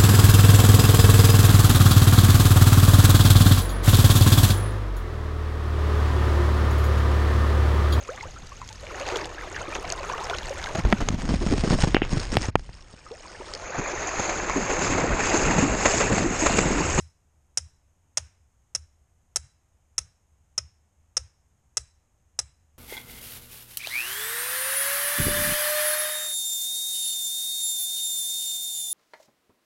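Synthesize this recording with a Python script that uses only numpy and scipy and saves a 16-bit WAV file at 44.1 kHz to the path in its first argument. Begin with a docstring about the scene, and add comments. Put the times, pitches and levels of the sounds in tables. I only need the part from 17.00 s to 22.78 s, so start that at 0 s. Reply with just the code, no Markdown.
"""Snowy woods: a hammer drives a steel stake into frozen ground a few metres away.
Each blow clinks, rebounds and crunches the soil; a slow ground wave follows as a low thump,
and the trunks scatter the clink back. Square blows ring brighter; the knock fills out as the
stake seats. Faint rumble and hiss lie beneath, and a limiter holds down the peaks."""
import sys
import numpy as np
from scipy import signal
from scipy.io import wavfile
from scipy.ndimage import uniform_filter1d

SR = 44100
rng = np.random.default_rng(int(sys.argv[2]) if len(sys.argv) > 2 else 0)


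def to_wav(sig):
    """Store sig (one row per channel, or 1-D mono) as 16-bit WAV at the path in sys.argv[1].

    Samples outside -1..1 are clipped; the rate is SR.
    """
    pcm = np.clip(np.atleast_2d(sig), -1, 1) * 32767
    pcm = np.round(pcm).astype(np.int16)
    wavfile.write(sys.argv[1], SR, pcm.T)  # frames by channels


N = 254898
LEAD = SR // 10  # pre-roll, samples


def hammering():
    """Ten blows, about 0.6 s apart."""
    # blows: t/s, strength/dB, brightness/dB, soil resistance/0-1, crunch/dB, after-ring/dB
    blows = [(-0.027, -0.5, 0, 0.17, -38, -50), (0.5732, 0.5, 1.5, 0, -36.5, -38.5),
             (1.172, .5, -1, 0.38, -32, -41.5), (1.7493, -3, 0, 0.22, -41.5, -45),
             (2.3593, 1, 2, 0.63, -33.5, -43), (2.98, -0.8, 0.1, 1, -38, -46),
             (3.5782, -1, -3, .35, -38.5, -31.5), (4.1679, 0.5, -2.5, .82, -36, -40),
             (4.77, 0.75, 2, 0.8, -35, -45), (5.3895, -1, 4, 0.6, -35, -40)]
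    out = np.zeros(N + LEAD)
    for start_s, *manner in blows:
        for sound in blow(start_s, *manner):
            add(out, start_s, sound)
    return out[LEAD:]


def blow(start_s, strength_db, bright_db, resistance, soil_db, ring_db, seated_at_s=1.7):
    """Layers of one blow: steel, soil and ground wave, then the echoes."""
    t = np.arange(SR // 4) / SR
    sunk, seated = start_s * SR / N, start_s / seated_at_s
    steel_db, echo_db = strength_db - 22.5, 0.5 * strength_db
    thump_db = between(-44.5, -47.5, resistance) + 1.03 * strength_db
    steel = clink(t, bright_db, rebound_s=between(0.0076, 0.0056, sunk),
                  rebound_db=between(-9.5, -6, resistance))
    steel = gain_of(steel_db) * pings(steel, bright_db)
    soil = crunch(t, body_db=between(-16, 2.5, seated), slide_s=between(0.016, 0.009, resistance))
    knock = gain_of(soil_db) * soil + gain_of(between(-63, -43, seated) + strength_db) * clack(t)
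    ground = thump(t, hz=between(79.5, 70, sunk), lateness=between(1, 0.3, resistance),
                   deep_db=between(-17, 0, resistance))
    return [steel + knock,
            gain_of(steel_db + ring_db - 2) * pings(after_ring(), bright_db),
            gain_of(thump_db) * ground,
            near_trunks(gain_of(echo_db - 5) * steel + knock),
            gain_of(echo_db + 4) * tree_echoes(steel),
            gain_of(steel_db + echo_db - 2) * pings(sheen(bright_db), bright_db),
            gain_of(soil_db) * soil_echo()]


def strike(t, rise_s=0.0026, rasp_db=-3.5, rasp_t60_s=0.02, detune=0.0024):
    """Steel on steel: the stake's modes ring under a short rasp of the two faces."""
    # soil-damped stake modes: f/Hz, level/dB, t60/s
    modes = [(578, -29.5, 0.04), (718, -26.5, .035), (1995, -23, 0.061), (2640, -23.5, 0.063),
             (3360, -26.5, 0.0082), (3954, -19.5, 0.05), (5184, -1.5, .035), (5270, -3.5, 0.015),
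             (5387, -4.5, 0.02), (5616, 5.5, 0.022), (5850, -3.5, .022), (6371, -0.5, 0.031),
             (6550, 2, 0.016), (6580, -9, 0.013), (6992, -6, 0.022), (7694, -8, .03), (7714, -12.5, 0.01),
             (8110, -9.5, 0.026), (8760, -11, 0.037), (9060, -16, 0.075), (9940, -14, 0.03),
             (10800, -30, 0.038), (13800, -32, .028), (13400, -39, .022)]
    # contact spectrum: f/Hz, level/dB
    contact = [(1000, -34.5), (4400, -18), (5200, 3), (6600, -2), (8000, -9.5), (10000, -9), (10500, -24),
               (11600, -33), (12800, -27), (14500, -41)]
    hz, db, t60_s = np.transpose(modes)[:, :, None]
    phase, shift, scatter = rng.standard_normal((3, len(modes), 1))
    cycles = hz * (1 + detune * shift) * t + phase
    ring = (gain_of(db + 1.6 * scatter - 60 * t / t60_s) * np.sin(2 * np.pi * cycles)).sum(0)
    rasp = coloured(rng.standard_normal(len(t)) * gain_of(-60 * t / rasp_t60_s), contact)
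    return (unit_rms(ring) + gain_of(rasp_db) * unit_rms(rasp)) * np.minimum(t / rise_s, 1)


def clink(t, bright_db, rebound_s, rebound_db, grip_s=0.012, grip_db=-13):
    """Strike and rebound, choked as the soil grips again; square blows lift the upper modes."""
    rebound = np.r_[np.zeros(round(rebound_s * SR)), strike(t)][:len(t)]
    choke_db = np.interp(t, [0, grip_s, grip_s + 0.005], [0, 0, grip_db])
    steel = (strike(t) + gain_of(rebound_db) * rebound) * gain_of(choke_db)
    return coloured(unit_burst(steel, 0.022), [(6600, 0), (7600, bright_db)])


def pings(x, bright_db):
    """Two pitches of the steel rise or fall in level with how squarely the hammer lands."""
    # steel resonances: f/Hz, half-width/Hz, gain per brightness/(dB/dB)
    peaks = [(4000, 330, 1.5), (7744, 550, 1.28)]
    spectrum = []
    for hz, width_hz, slope in peaks:
        spectrum += [(hz - width_hz, 0), (hz, slope * bright_db), (hz + width_hz, 0)]
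    return coloured(x, spectrum)


def after_ring(split=0.0028, copies=4):
    """The stake's free end sings on, each mode split into close ones that beat."""
    # free-end modes: f/Hz, level/dB, t60/s
    modes = [(4010, -15, .35), (5165, -4.5, 0.35), (5300, -3.5, .5), (5300, 2, 0.43), (5410, -4.5, .5),
             (5640, -6.5, .4), (5803, -8, .35), (6540, -1, .4)]
    t = np.arange(SR // 2) / SR
    hz, db, t60_s = np.transpose(modes * copies)[:, :, None]
    phase, shift = rng.standard_normal((2, len(hz), 1))
    cycles = hz * (1 + split * shift) * t + phase
    ring = (gain_of(db - 60 * t / t60_s) * np.sin(2 * np.pi * cycles)).sum(0)
    return unit_burst(ring * np.minimum(t / 0.005, 1), 0.024)


def clack(t, hz=1320, t60_s=0.036):
    """An off-centre blow bends the stake sideways."""
    bend = np.sin(2 * np.pi * hz * rng.uniform(1.0, 1.02) * t)
    return unit_burst(bend * np.minimum(t / 0.0015, 1) * gain_of(-60 * t / t60_s), 0.01)


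def crunch(t, body_db, slide_s, fall_db_per_s=800, stop_db_per_s=1300):
    """Frozen soil cracks in fine grains while the stake slides."""
    # cracking-soil spectrum: f/Hz, level/dB
    spectrum = [(60, -13), (220, -15), (330, -7.5), (520, 0.5), (750, -1), (1050, -2.5), (1330, 0),
                (2100, -2.5), (3500, -3.5), (4800, -8), (9000, -32.5)]
    grains = rng.standard_normal(len(t)) * gain_of(3.5 * rng.standard_normal(len(t)))
    slide = gain_of(-fall_db_per_s * t - stop_db_per_s * np.maximum(t - slide_s, 0))
    cracks = coloured(grains * slide, spectrum)
    return unit_burst(coloured(cracks, [(420, body_db), (800, 0)]), 0.015)


def thump(t, hz, lateness, deep_db, delay_s=0.0032):
    """The ground disperses the blow: quick short waves, then the slow surface wave and a shudder."""
    t = t - delay_s
    quick = gain_of(-3) * packet(t, 0, 0.05, 116) + gain_of(-13) * packet(t, 0.021, 0.067, 124)
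    slow = packet(t, 0.014, 0.093, hz, lateness) + gain_of(-21) * packet(t, 0.06, 0.16, 91)
    deep = gain_of(deep_db) * packet(t, 0.004, 0.08, 53)
    spectrum = [(15, -18), (32, -7), (90, 0.5), (125, 3), (150, -5.5), (210, -24), (500, -70)]
    shudder = unit_rms(coloured(rng.standard_normal(len(t)), spectrum))
    shudder *= gain_of(0.37 * deep_db - 12) * np.interp(t, [0, 0.015, 0.08, 0.13], [0, 1, 1, 0])
    return unit_burst(quick + slow + deep + shudder, 0.075)


def packet(t, start_s, length_s, hz, lateness=0.18):
    """A wave train swells and fades; lateness 1 centres the crest."""
    progress = np.clip((t - start_s) / length_s, 0, 1)
    return np.sin(np.pi * progress ** lateness) * np.sin(2 * np.pi * hz * (t - start_s))


def near_trunks(x, gain_db=-21, t60_s=0.09):
    """Distinct reflections off the ground and the closest trees."""
    t = np.arange(SR // 5) / SR
    taps = reflections(t, per_s=900, first_s=0.013) * gain_of(-60 * t / t60_s)
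    return signal.fftconvolve(x, gain_of(gain_db) * taps / np.linalg.norm(taps))


def tree_echoes(steel, gain_db=-34):
    """Thin echoes from trees all round keep the clink's pitches."""
    t = np.arange(SR * 3 // 4) / SR
    taps = woods_decay(reflections(t, per_s=2500, first_s=0.014))
    spectrum = [(3300, -6.5), (4000, 8), (4600, 0), (5800, -3), (7700, 3), (9800, 0.5), (11000, -11)]
    taps = coloured(taps / np.linalg.norm(taps), spectrum)
    return gain_of(gain_db) * signal.fftconvolve(steel, taps)


def sheen(bright_db, gain_db=-27):
    """Twigs and far trunks blur the clink into a smooth tail."""
    # scattered-clink spectrum: f/Hz, level/dB
    spectrum = [(3000, -29.5), (3750, -16.5), (4000, -8.5), (4300, -20.5), (4850, -9.5), (5280, 0),
                (5700, -3), (6020, -9.5), (6400, 1), (6900, -5), (7900, -2), (8400, -8.5), (10000, -9.5),
                (10700, -34)]
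    t = np.arange(SR * 3 // 4) / SR
    blur = woods_decay(coloured(rng.standard_normal(len(t)), spectrum)) * np.minimum(t / 0.012, 1)
    return gain_of(gain_db) * coloured(unit_burst(blur, 0.011), [(6600, 0), (7600, bright_db)])


def soil_echo(gain_db=-23.5, belt_db=4, belt_s=0.09):
    """The crunch returns as a toneless wash, swelling off a farther belt of trunks."""
    t = np.arange(SR * 3 // 4) / SR
    swell = np.minimum(t / 0.011, 1) * gain_of(belt_db * np.exp(-((t - belt_s) / 0.033) ** 2))
    spectrum = [(150, -20.5), (400, -4.5), (900, -3), (1700, 2), (2600, 0.5), (3600, -5),
                (5000, -11.5), (9000, -27)]
    wash = woods_decay(coloured(rng.standard_normal(len(t)), spectrum))
    return gain_of(gain_db) * unit_burst(wash * swell, 0.019)


def reflections(t, per_s, first_s):
    """Sparse random echo taps."""
    return rng.standard_normal(len(t)) * (rng.random(len(t)) < per_s / SR) * (t > first_s)


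def woods_decay(x):
    """Each band dies away among the trunks at its own rate."""
    # decay of the woods: f/Hz, t60/s
    decay_times = [(250, 0.33), (1000, 0.62), (2500, 0.54), (5200, 0.425), (7500, 0.34), (10000, 0.33),
                   (13000, 0.42)]
    hz, t, bands = signal.stft(x, SR, nperseg=256)
    decay = gain_of(-60 * t / at_hz(decay_times, hz)[:, None])
    return signal.istft(bands * decay, SR, nperseg=256)[1][:len(x)]


def background(rumble_db=-65, hiss_db=-79.5):
    """Far rumble in still air, plus microphone hiss."""
    # rumble spectrum: f/Hz, level/dB
    air_spectrum = [(20, -6), (45, -3), (76, 5.5), (110, -5.5), (200, -16), (400, -22.5), (800, -21.5),
                    (1600, -29), (3000, -33), (4400, -41.5), (10000, -51.5), (14000, -56.5)]
    # self-noise spectrum: f/Hz, level/dB
    hiss_spectrum = [(3000, -27), (4500, -21), (5200, -9.5), (5900, -11), (6450, 2.5), (7200, -4),
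                     (8500, -7), (10000, -12), (10600, -16.5), (12500, -13), (14000, -32.5)]
    noise = rng.standard_normal((2, N + LEAD))
    rumble = unit_rms(coloured(noise[0], air_spectrum)[LEAD:])
    hiss = unit_rms(coloured(noise[1], hiss_spectrum)[LEAD:])
    return gain_of(rumble_db) * rumble + gain_of(hiss_db) * hiss


def gain_of(db):
    return 10 ** (np.asarray(db) / 20)


def between(first, last, share):
    """Linear blend, share clamped to 0-1."""
    return np.interp(share, [0, 1], [first, last])


def unit_rms(x):
    return x / np.sqrt(np.mean(x ** 2) + 1e-20)


def unit_burst(x, span_s):
    """Scales to the energy of rms 1 lasting span_s."""
    return x / np.sqrt(np.sum(x ** 2) / (span_s * SR) + 1e-20)


def at_hz(points, hz):
    """Interpolates (f/Hz, value) points over log frequency."""
    knots_hz, values = np.transpose(points)
    return np.interp(np.log(hz + 1), np.log(knots_hz), values)


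def coloured(x, spectrum, size=4096):
    """Minimum-phase filter from (f/Hz, level/dB) points; attacks stay sharp."""
    hz = abs(np.fft.fftfreq(size, 1 / SR))
    log_gain = np.log(gain_of(at_hz(spectrum, hz)))
    response = np.exp(np.conj(signal.hilbert(log_gain)))
    taps = np.fft.ifft(response).real[:size // 2]
    return signal.fftconvolve(x, taps)[:len(x)]


def add(mix, start_s, sound):
    """Mixes a sound into a buffer with pre-roll."""
    part = mix[max(round(start_s * SR) + LEAD, 0):][:len(sound)]
    part += sound[:len(part)]


def scene():
    """Hammering in quiet woods, mono."""
    return (hammering() + background())[None]


def record(dry, ceiling_db=-9.5, recovery_db_per_s=14, cutoff_hz=14500):
    """Fast limiter with slow recovery, then a low-pass."""
    excess_db = np.maximum(20 * np.log10(abs(dry[0]) + 1e-9) - ceiling_db, 0)
    recovery_db = np.arange(N) * recovery_db_per_s / SR
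    held_db = np.maximum.accumulate(excess_db + recovery_db) - recovery_db
    duck_db = uniform_filter1d(held_db, size=16)
    lowpass = signal.firwin(255, cutoff_hz, window=("kaiser", 9), fs=SR)
    return signal.oaconvolve(dry * gain_of(-duck_db), lowpass[None], "same")


dry = scene()
out = record(dry)
to_wav(out)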